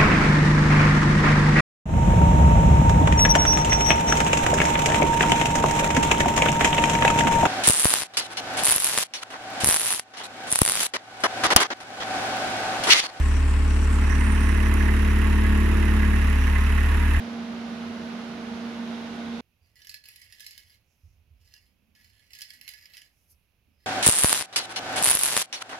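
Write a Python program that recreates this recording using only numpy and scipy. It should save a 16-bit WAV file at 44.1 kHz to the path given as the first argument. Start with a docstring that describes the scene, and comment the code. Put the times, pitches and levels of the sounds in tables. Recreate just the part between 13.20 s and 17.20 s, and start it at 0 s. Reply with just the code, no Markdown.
"""A small loader drilling into soil

A two-cylinder diesel runs at steady revs in a yard while its hydraulic auger turns in the ground.
The exhaust drones and hardens under load, a fan hums, and valves and injectors clatter.
The pump whines, oil hisses through its valves, soil scrapes, and slack in the auger's drive knocks.
The right side faces the machine; it starts muffled and opens up over the first second and a half."""
import sys
import numpy as np
from scipy import signal
from scipy.fft import rfft, irfft
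from scipy.io import wavfile

SR = 44100
rng = np.random.default_rng(int(sys.argv[2]) if len(sys.argv) > 2 else 0)


def master_out(mix):
    """Clip the mix to full scale and print it as 16-bit PCM to the path in sys.argv[1]."""
    frames = np.transpose(np.atleast_2d(mix))
    ceiling = np.clip(frames, -1, 1)
    pcm = np.round(ceiling * 32767).astype(np.int16)
    wavfile.write(sys.argv[1], SR, pcm)


N = 176400
TIME = np.arange(N) / SR
BINS_HZ = np.maximum(np.fft.rfftfreq(N, 1 / SR), 1)

# Engine speed, with one firing per turn. Each row: time in seconds, turns per second.
ENGINE_SPEED = [(0.0, 35.5), (0.35, 35.69), (1.25, 35.68), (2.1, 35.94), (2.55, 36.11), (2.85, 36.01),
                (3.1, 35.57), (3.4, 35.4), (3.7, 36.39), (4.0, 36.3)]
# The muffled sound clears in three pitch ranges. Each pair: start and end in seconds.
OPEN_LOW_S, OPEN_MID_S, OPEN_TOP_S = (0.61, 0.68), (0.79, 0.9), (0.57, 1.53)


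def from_db(db):
    """Turn decibels into a gain."""
    return 10 ** (np.asarray(db) / 20)


def unit_level(x):
    """Scale a signal so that its average level (rms) is 1."""
    return x / np.sqrt(np.mean(x ** 2) + 1e-20)


def in_time(rows):
    """Join rows of time and value into a curve with a value at every sample."""
    return np.interp(TIME, *np.transpose(rows))


def over_hz(rows, column=1):
    """Spread one column of a table over every frequency."""
    rows = np.array(rows)
    return np.interp(np.log(BINS_HZ), np.log(rows[:, 0]), rows[:, column])


def below(hz):
    """The share of power that a soft split at hz gives to the low side, at every frequency."""
    return 1 / (1 + (BINS_HZ / hz) ** 6)


def shaped(x, gain):
    """Filter a signal with one gain per frequency."""
    return irfft(rfft(x) * gain, N)


def coloured(white, rows, column=1):
    """Give white noise of level 1 the spectrum in a table, in dB per Hz."""
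    return shaped(white, from_db(over_hz(rows, column)) * np.sqrt(SR / 2))


def drift(rate_hz):
    """A random wobble of level 1, mostly slower than rate_hz."""
    return unit_level(shaped(rng.standard_normal(N), 1 / (1 + (BINS_HZ / rate_hz) ** 2)))


def resonate(x, hz, width_hz):
    """A resonance: sound at hz passes fully, and the rest is weakened."""
    r = np.exp(-np.pi * width_hz / SR)
    feedback = [1, -2 * r * np.cos(2 * np.pi * hz / SR), r * r]
    return signal.lfilter(np.array([1, 0, -1]) * (1 - r * r) / 2, feedback, x)


def narrow_noise(hz, width_hz):
    """Noise of level 1 gathered around one pitch."""
    return unit_level(resonate(resonate(rng.standard_normal(N), hz, width_hz), hz, width_hz))


def wavering_tone(turns, per_turn, width_hz):
    """An unsteady tone of level 1 whose pitch follows the engine."""
    angle = 2 * np.pi * per_turn * turns
    return drift(width_hz) * np.cos(angle) + drift(width_hz) * np.sin(angle)


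def on_right(x, left_db):
    """Place a sound to the right by turning its left side down."""
    return np.array([from_db(left_db) * x, x])


def blend_sides(pair):
    """Make the left and right sides partly alike, most of all in the bass."""
    # Each row: frequency in Hz, likeness of the sides from 0 (unrelated) to 1 (the same).
    likeness = [(110, 0.79), (220, 0.93), (370, 0.17), (690, 0.037), (1200, 0.58), (2300, 0.31),
                (4300, 0.026)]
    alike = over_hz(likeness)
    left, right = pair
    return np.array([shaped(right, alike) + shaped(left, np.sqrt(1 - alike ** 2)), right])


def strikes(turns, at_turn, level_db, scatter_db, jitter_s=.00004):
    """One click in each engine cycle of two turns, a little uneven in time and strength."""
    when = np.interp(np.arange(at_turn, turns[-1], 2), turns, TIME)
    chance = rng.standard_normal((SR, 2))[:len(when)]
    index = ((when + jitter_s * chance[:, 0]) * SR).astype(int)
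    heard = (when > 0) & (index >= 0) & (index < N)
    clicks = np.zeros(N)
    clicks[index[heard]] = from_db(level_db + scatter_db * chance[heard, 1])
    return clicks


def bursts(clicks, decay_s):
    """A loudness curve that jumps at each click and then dies away."""
    power = signal.lfilter([1], [1, -np.exp(-2 / (decay_s * SR))], clicks ** 2 + 1e-18)
    return unit_level(np.sqrt(power))


def exhaust(turns):
    """Firings make a deep throb, pipe tones that grow with load, and a pulsing rush of gas."""
    # How hard the engine works. Each row: time in seconds, change in the pipe's ring in dB.
    load = [(0, -15), (.3, -15), (.7, -8), (1.05, -2), (1.4, -2.5), (1.8, -1.5), (2.4, 1.5), (2.9, 1),
            (3.15, -8.5), (3.4, -8.5), (3.7, -6.5), (4, -5)]
    # The growl of the pipe's upper tones. Each row: time in seconds, change in dB.
    growl = [(0, -7.5), (.6, -4.5), (1.2, -3), (1.55, 1), (2, -1), (2.55, 1), (2.9, -1), (3.2, -7.5),
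             (3.5, -6.5), (4, -5)]
    # The deep throb. Each row: multiple of the firing rate, level in dB.
    throb_tones = [(1, -24), (2, -19.5)]
    # The pipe. Each row: multiple of the firing rate, base level in dB, share of load or growl added.
    pipe_tones = [(3, -65, 0), (5, -40.5, 0.42), (6, -29, 0.97), (7, -50, 0.97), (8, -40.5, 0.75),
                  (9, -38.5, 1.35), (10, -44, 1.7), (11, -48.5, 1.5), (12, -43.5, 0.76), (13, -50.5, 1.4),
                  (15, -57.5, 0.57), (18, -51, 0.51)]
    # The rushing gas. Each row: frequency in Hz, base level in dB per Hz.
    rush_spectrum = [(15, -75), (45, -58), (80, -58.5), (100, -58.5), (135, -56.5), (165, -64.5),
                     (215, -57), (255, -62), (310, -65.5), (420, -72), (600, -102.5), (1200, -110)]
    left_lag_s, pipe_lag_turns, ring_multiple, smear_rad = .0005, .76, 6, -0.2998
    load_db, growl_db = in_time(load), in_time(growl)
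    heard_turns = turns - np.array([[left_lag_s], [0]]) * in_time(ENGINE_SPEED)
    throb = sum(from_db(db) * np.cos(2 * np.pi * multiple * heard_turns) for multiple, db in throb_tones)
    angle = 2 * np.pi * (heard_turns - pipe_lag_turns)
    pipe = 0
    for multiple, db, share in pipe_tones:
        swing_db = share * (load_db if multiple <= ring_multiple else growl_db)
        waver_db = drift(rate_hz=1.5)
        smear = smear_rad * (multiple - ring_multiple) ** 2  # tones far from the ring arrive out of step
        pipe += from_db(db + swing_db + waver_db) * np.cos(multiple * angle + smear)
    gas = blend_sides(rng.standard_normal((2, N))) * (1 + 0.32 * np.cos(angle))
    rush = coloured(gas, rush_spectrum) * from_db(0.18 * load_db)
    return np.sqrt(2) * (throb + pipe) + rush


def fan(turns):
    """The cooling fan's blades hum among the exhaust's tones."""
    return from_db(-42) * wavering_tone(turns, per_turn=7.25, width_hz=2)


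def knocks(turns):
    """Moving parts strike the engine block, which rings and shakes loose parts, over a wash of fan air."""
    # The strikes in one cycle of two turns. Each row: position in turns, relative level in dB.
    contacts = [(.1, -9), (0.408, 0.5), (.55, 2), (0.852, 1), (1.13, -5), (1.46, -3.5), (1.56, 1),
                (1.81, -0.5)]
    ring_db, rattle_db, wash_db, decay_s = -4.5, -7.5, -3, 0.0068
    trains = [strikes(turns, turn, db, scatter_db=1.0) for turn, db in contacts]
    dying = np.exp(-TIME[:SR // 20] / decay_s)
    rings = 0
    for clicks in trains:
        ring = rng.standard_normal((2, len(dying))) * dying  # each contact rings in its own way
        rings += signal.fftconvolve(clicks[None], ring, axes=1)[:, :N]
    shaking = bursts(sum(trains), decay_s)
    rattle_and_wash = np.hypot(from_db(rattle_db) * shaking, from_db(wash_db)) * rng.standard_normal((2, N))
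    return from_db(ring_db) * unit_level(rings) + rattle_and_wash


def injectors(turns):
    """The fuel injectors give a strong and a weak tick at every firing, over an even hiss."""
    # The ticks in one cycle of two turns. Each row: position in turns, relative level in dB.
    ticks = [(.45, -1), (.6, -6), (1.45, 0), (1.6, -6)]
    tick_db, hiss_db = -5, -2.5
    clicks = sum(strikes(turns, turn, db, scatter_db=1.4) for turn, db in ticks)
    loudness = np.hypot(from_db(tick_db) * bursts(clicks, decay_s=0.0033), from_db(hiss_db))
    return loudness * rng.standard_normal((2, N))


def clatter(knocking, ticking):
    """Knocks fill the middle and ticks the treble; the right side goes from muffled to clear."""
    # The clatter's tone. Each row: frequency in Hz, then left, clear right, muffled right in dB per Hz.
    spectrum = [(200, -96, -85, -62.5), (390, -66.5, -65.5, -68.5), (537, -80, -71.5, -72),
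                (758, -77, -69.5, -70.5), (880, -69, -63.5, -66), (1070, -72, -64, -68),
                (1555, -69.5, -64.5, -74), (1807, -67, -59.5, -68.5), (2404, -73.5, -68, -75),
                (2525, -68, -63, -76.5), (3410, -80, -78, -82), (3860, -80, -76.5, -85),
                (4260, -84, -85.5, -83.5), (5650, -84.5, -86.5, -86), (6350, -92, -86, -89.5),
                (7360, -95, -82, -79), (8300, -101, -91.5, -80.5), (8940, -101, -81, -85.5),
                (10670, -106, -80, -91.5), (12640, -108, -85.5, -97), (14900, -108, -105, -103)]
    knock_share = below(hz=7200)
    mixed = shaped(knocking, np.sqrt(knock_share)) + shaped(ticking, np.sqrt(1 - knock_share))
    left, right = blend_sides(mixed)
    muffled = coloured(right, spectrum, column=3)
    clearing = coloured(right, spectrum, column=2) - muffled
    low, low_and_mid = below(hz=1560), below(hz=2700)
    ranges = [(OPEN_LOW_S, low), (OPEN_MID_S, low_and_mid - low), (OPEN_TOP_S, 1 - low_and_mid)]
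    opened = sum(np.interp(TIME, span, [0, 1]) * shaped(clearing, share) for span, share in ranges)
    return np.array([coloured(left, spectrum, column=1), muffled + opened])


def hydraulics(turns):
    """The pump whines with the engine; oil hisses and whistles through the valves, fluttering."""
    # The oil's hiss. Each row: time in seconds, level in dB before the flutter.
    hiss_levels = [(0, -55), (.16, -42.5), (.24, -62), (.46, -60), (.51, -47), (.57, -57), (.63, -48),
                   (.72, -60), (.84, -46), (.95, -45.5), (1.02, -51), (1.25, -47.5), (1.55, -54.5),
                   (1.75, -54.5), (2.9, -55.5), (3.2, -53), (3.31, -50), (3.45, -53), (4, -63)]
    # The oil's thin whistle. Each row: time in seconds, relative level in dB.
    whistle_levels = [(0, -55), (.6, -53), (.93, -52), (1.06, -44), (1.2, -45), (1.4, -51.5), (1.8, -59),
                      (4, -72)]
    whistle_hz = 9070
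    main_tone = wavering_tone(turns, per_turn=30.4, width_hz=7.7)
    low_tone = from_db(-5.5) * wavering_tone(turns, per_turn=26.2, width_hz=7.7)
    whine_db = np.interp(TIME, OPEN_LOW_S, [-49, -44.5])  # quieter while muffled
    whine = from_db(whine_db) * (main_tone + low_tone)
    flutter_db = 3 * drift(rate_hz=11)
    hiss = from_db(in_time(hiss_levels) + flutter_db) * narrow_noise(hz=5810, width_hz=440)
    jet = narrow_noise(whistle_hz, width_hz=110)
    spray = from_db(-0.5) * narrow_noise(whistle_hz, width_hz=1000)
    whistle = from_db(in_time(whistle_levels) + flutter_db / 2) * (jet + spray)
    return on_right(whine, left_db=-6.5) + on_right(hiss, left_db=-20) + on_right(whistle, left_db=-40)


def soil():
    """Soil rubs on the auger in short, grainy scrapes as it bites."""
    # Each row: middle of the scrape in seconds, level in dB.
    scrapes = [(.08, -47), (.31, -47), (.43, -56), (.55, -49), (.63, -48), (.74, -43)]
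    spread_s, grain_db = .028, -2
    strokes = sum(from_db(db) * np.exp(-.5 * ((TIME - s) / spread_s) ** 2) for s, db in scrapes)
    grit = from_db(grain_db * drift(rate_hz=300)) * narrow_noise(hz=7900, width_hz=2700)
    return on_right(strokes * unit_level(grit), left_db=-19)


def auger_drive(knocking):
    """The drive's housing sings along with the engine and is struck whenever slack is taken up."""
    # The housing's resonances. Each row: pitch in Hz, width in Hz, relative level in dB.
    housing = [(1676, 34, 4.5), (1848, 115, 4.5), (2024, 21, 4.5)]
    # The knocks of the slack. Each row: start in seconds, relative level in dB.
    clunks = [(0.8984, -26), (0.9233, -25), (1.0116, -25.5), (1.0969, -29), (1.269, -28), (1.2885, -24.5),
              (1.3473, -25.5), (1.4586, -23), (1.6057, -23), (1.6571, -28), (1.6846, -21.5), (1.8746, -35),
              (1.9929, -32), (2.0433, -24), (2.2463, -25), (2.3511, -29.5), (2.4578, -31), (2.6853, -26.5),
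              (2.795, -29), (2.8295, -23), (2.9322, -24), (3.0185, -27), (3.0824, -28), (3.2779, -27),
              (3.3563, -21), (3.5798, -21.5), (3.8003, -27.5), (3.9115, -39), (3.9444, -25)]
    singing_db, clunk_db, scatter_db = -39, -6, 1.5
    ring_s = 0.071  # time to fade by 60 dB
    singing = sum(from_db(db) * unit_level(resonate(resonate(knocking[0], hz, width), hz, 2 * width))
                  for hz, width, db in housing)
    sound = from_db(singing_db) * unit_level(singing) * np.interp(TIME, OPEN_MID_S, [0, 1])
    starts_s, levels_db = np.transpose(clunks)
    age = TIME[:SR // 5]
    dying = np.exp(-np.log(1000) * age / ring_s)
    chances = rng.standard_normal((len(clunks), len(housing))).T
    for (hz, _, db), chance in zip(housing, chances):
        clicks = np.zeros(N)
        clicks[(starts_s * SR).astype(int)] = from_db(levels_db + clunk_db + db + scatter_db * chance)
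        ring = np.sin(2 * np.pi * hz * age + rng.uniform(0, 2 * np.pi)) * dying
        sound += resonate(signal.fftconvolve(clicks, ring)[:N], hz, width_hz=hz / 10)
    return on_right(sound, left_db=-19)


def snap():
    """One bright, very short crack, like grit at the auger."""
    start_s, decay_s, band_hz = 1.5405, .0007, [6200, 12100]
    burst = (TIME >= start_s) * np.exp(-np.abs(TIME - start_s) / decay_s) * rng.standard_normal(N)
    band = signal.butter(3, band_hz, "band", fs=SR, output="sos")
    return on_right(from_db(-13) * signal.sosfilt(band, burst + 1e-18), left_db=-21)


def scene():
    """Add up all the sounds; the count of crankshaft turns keeps engine, fan and pump in step."""
    turns = .515 + np.cumsum(in_time(ENGINE_SPEED)) / SR
    knocking = knocks(turns)
    engine = exhaust(turns) + fan(turns) + clatter(knocking, injectors(turns))
    return engine + auger_drive(knocking) + hydraulics(turns) + soil() + snap()


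def record(dry):
    """Cut the highest treble away steeply."""
    cutoff_hz = 15200
    return signal.sosfilt(signal.ellip(10, .1, 80, cutoff_hz, fs=SR, output="sos"), dry)


dry = scene()
out = record(dry)
master_out(out)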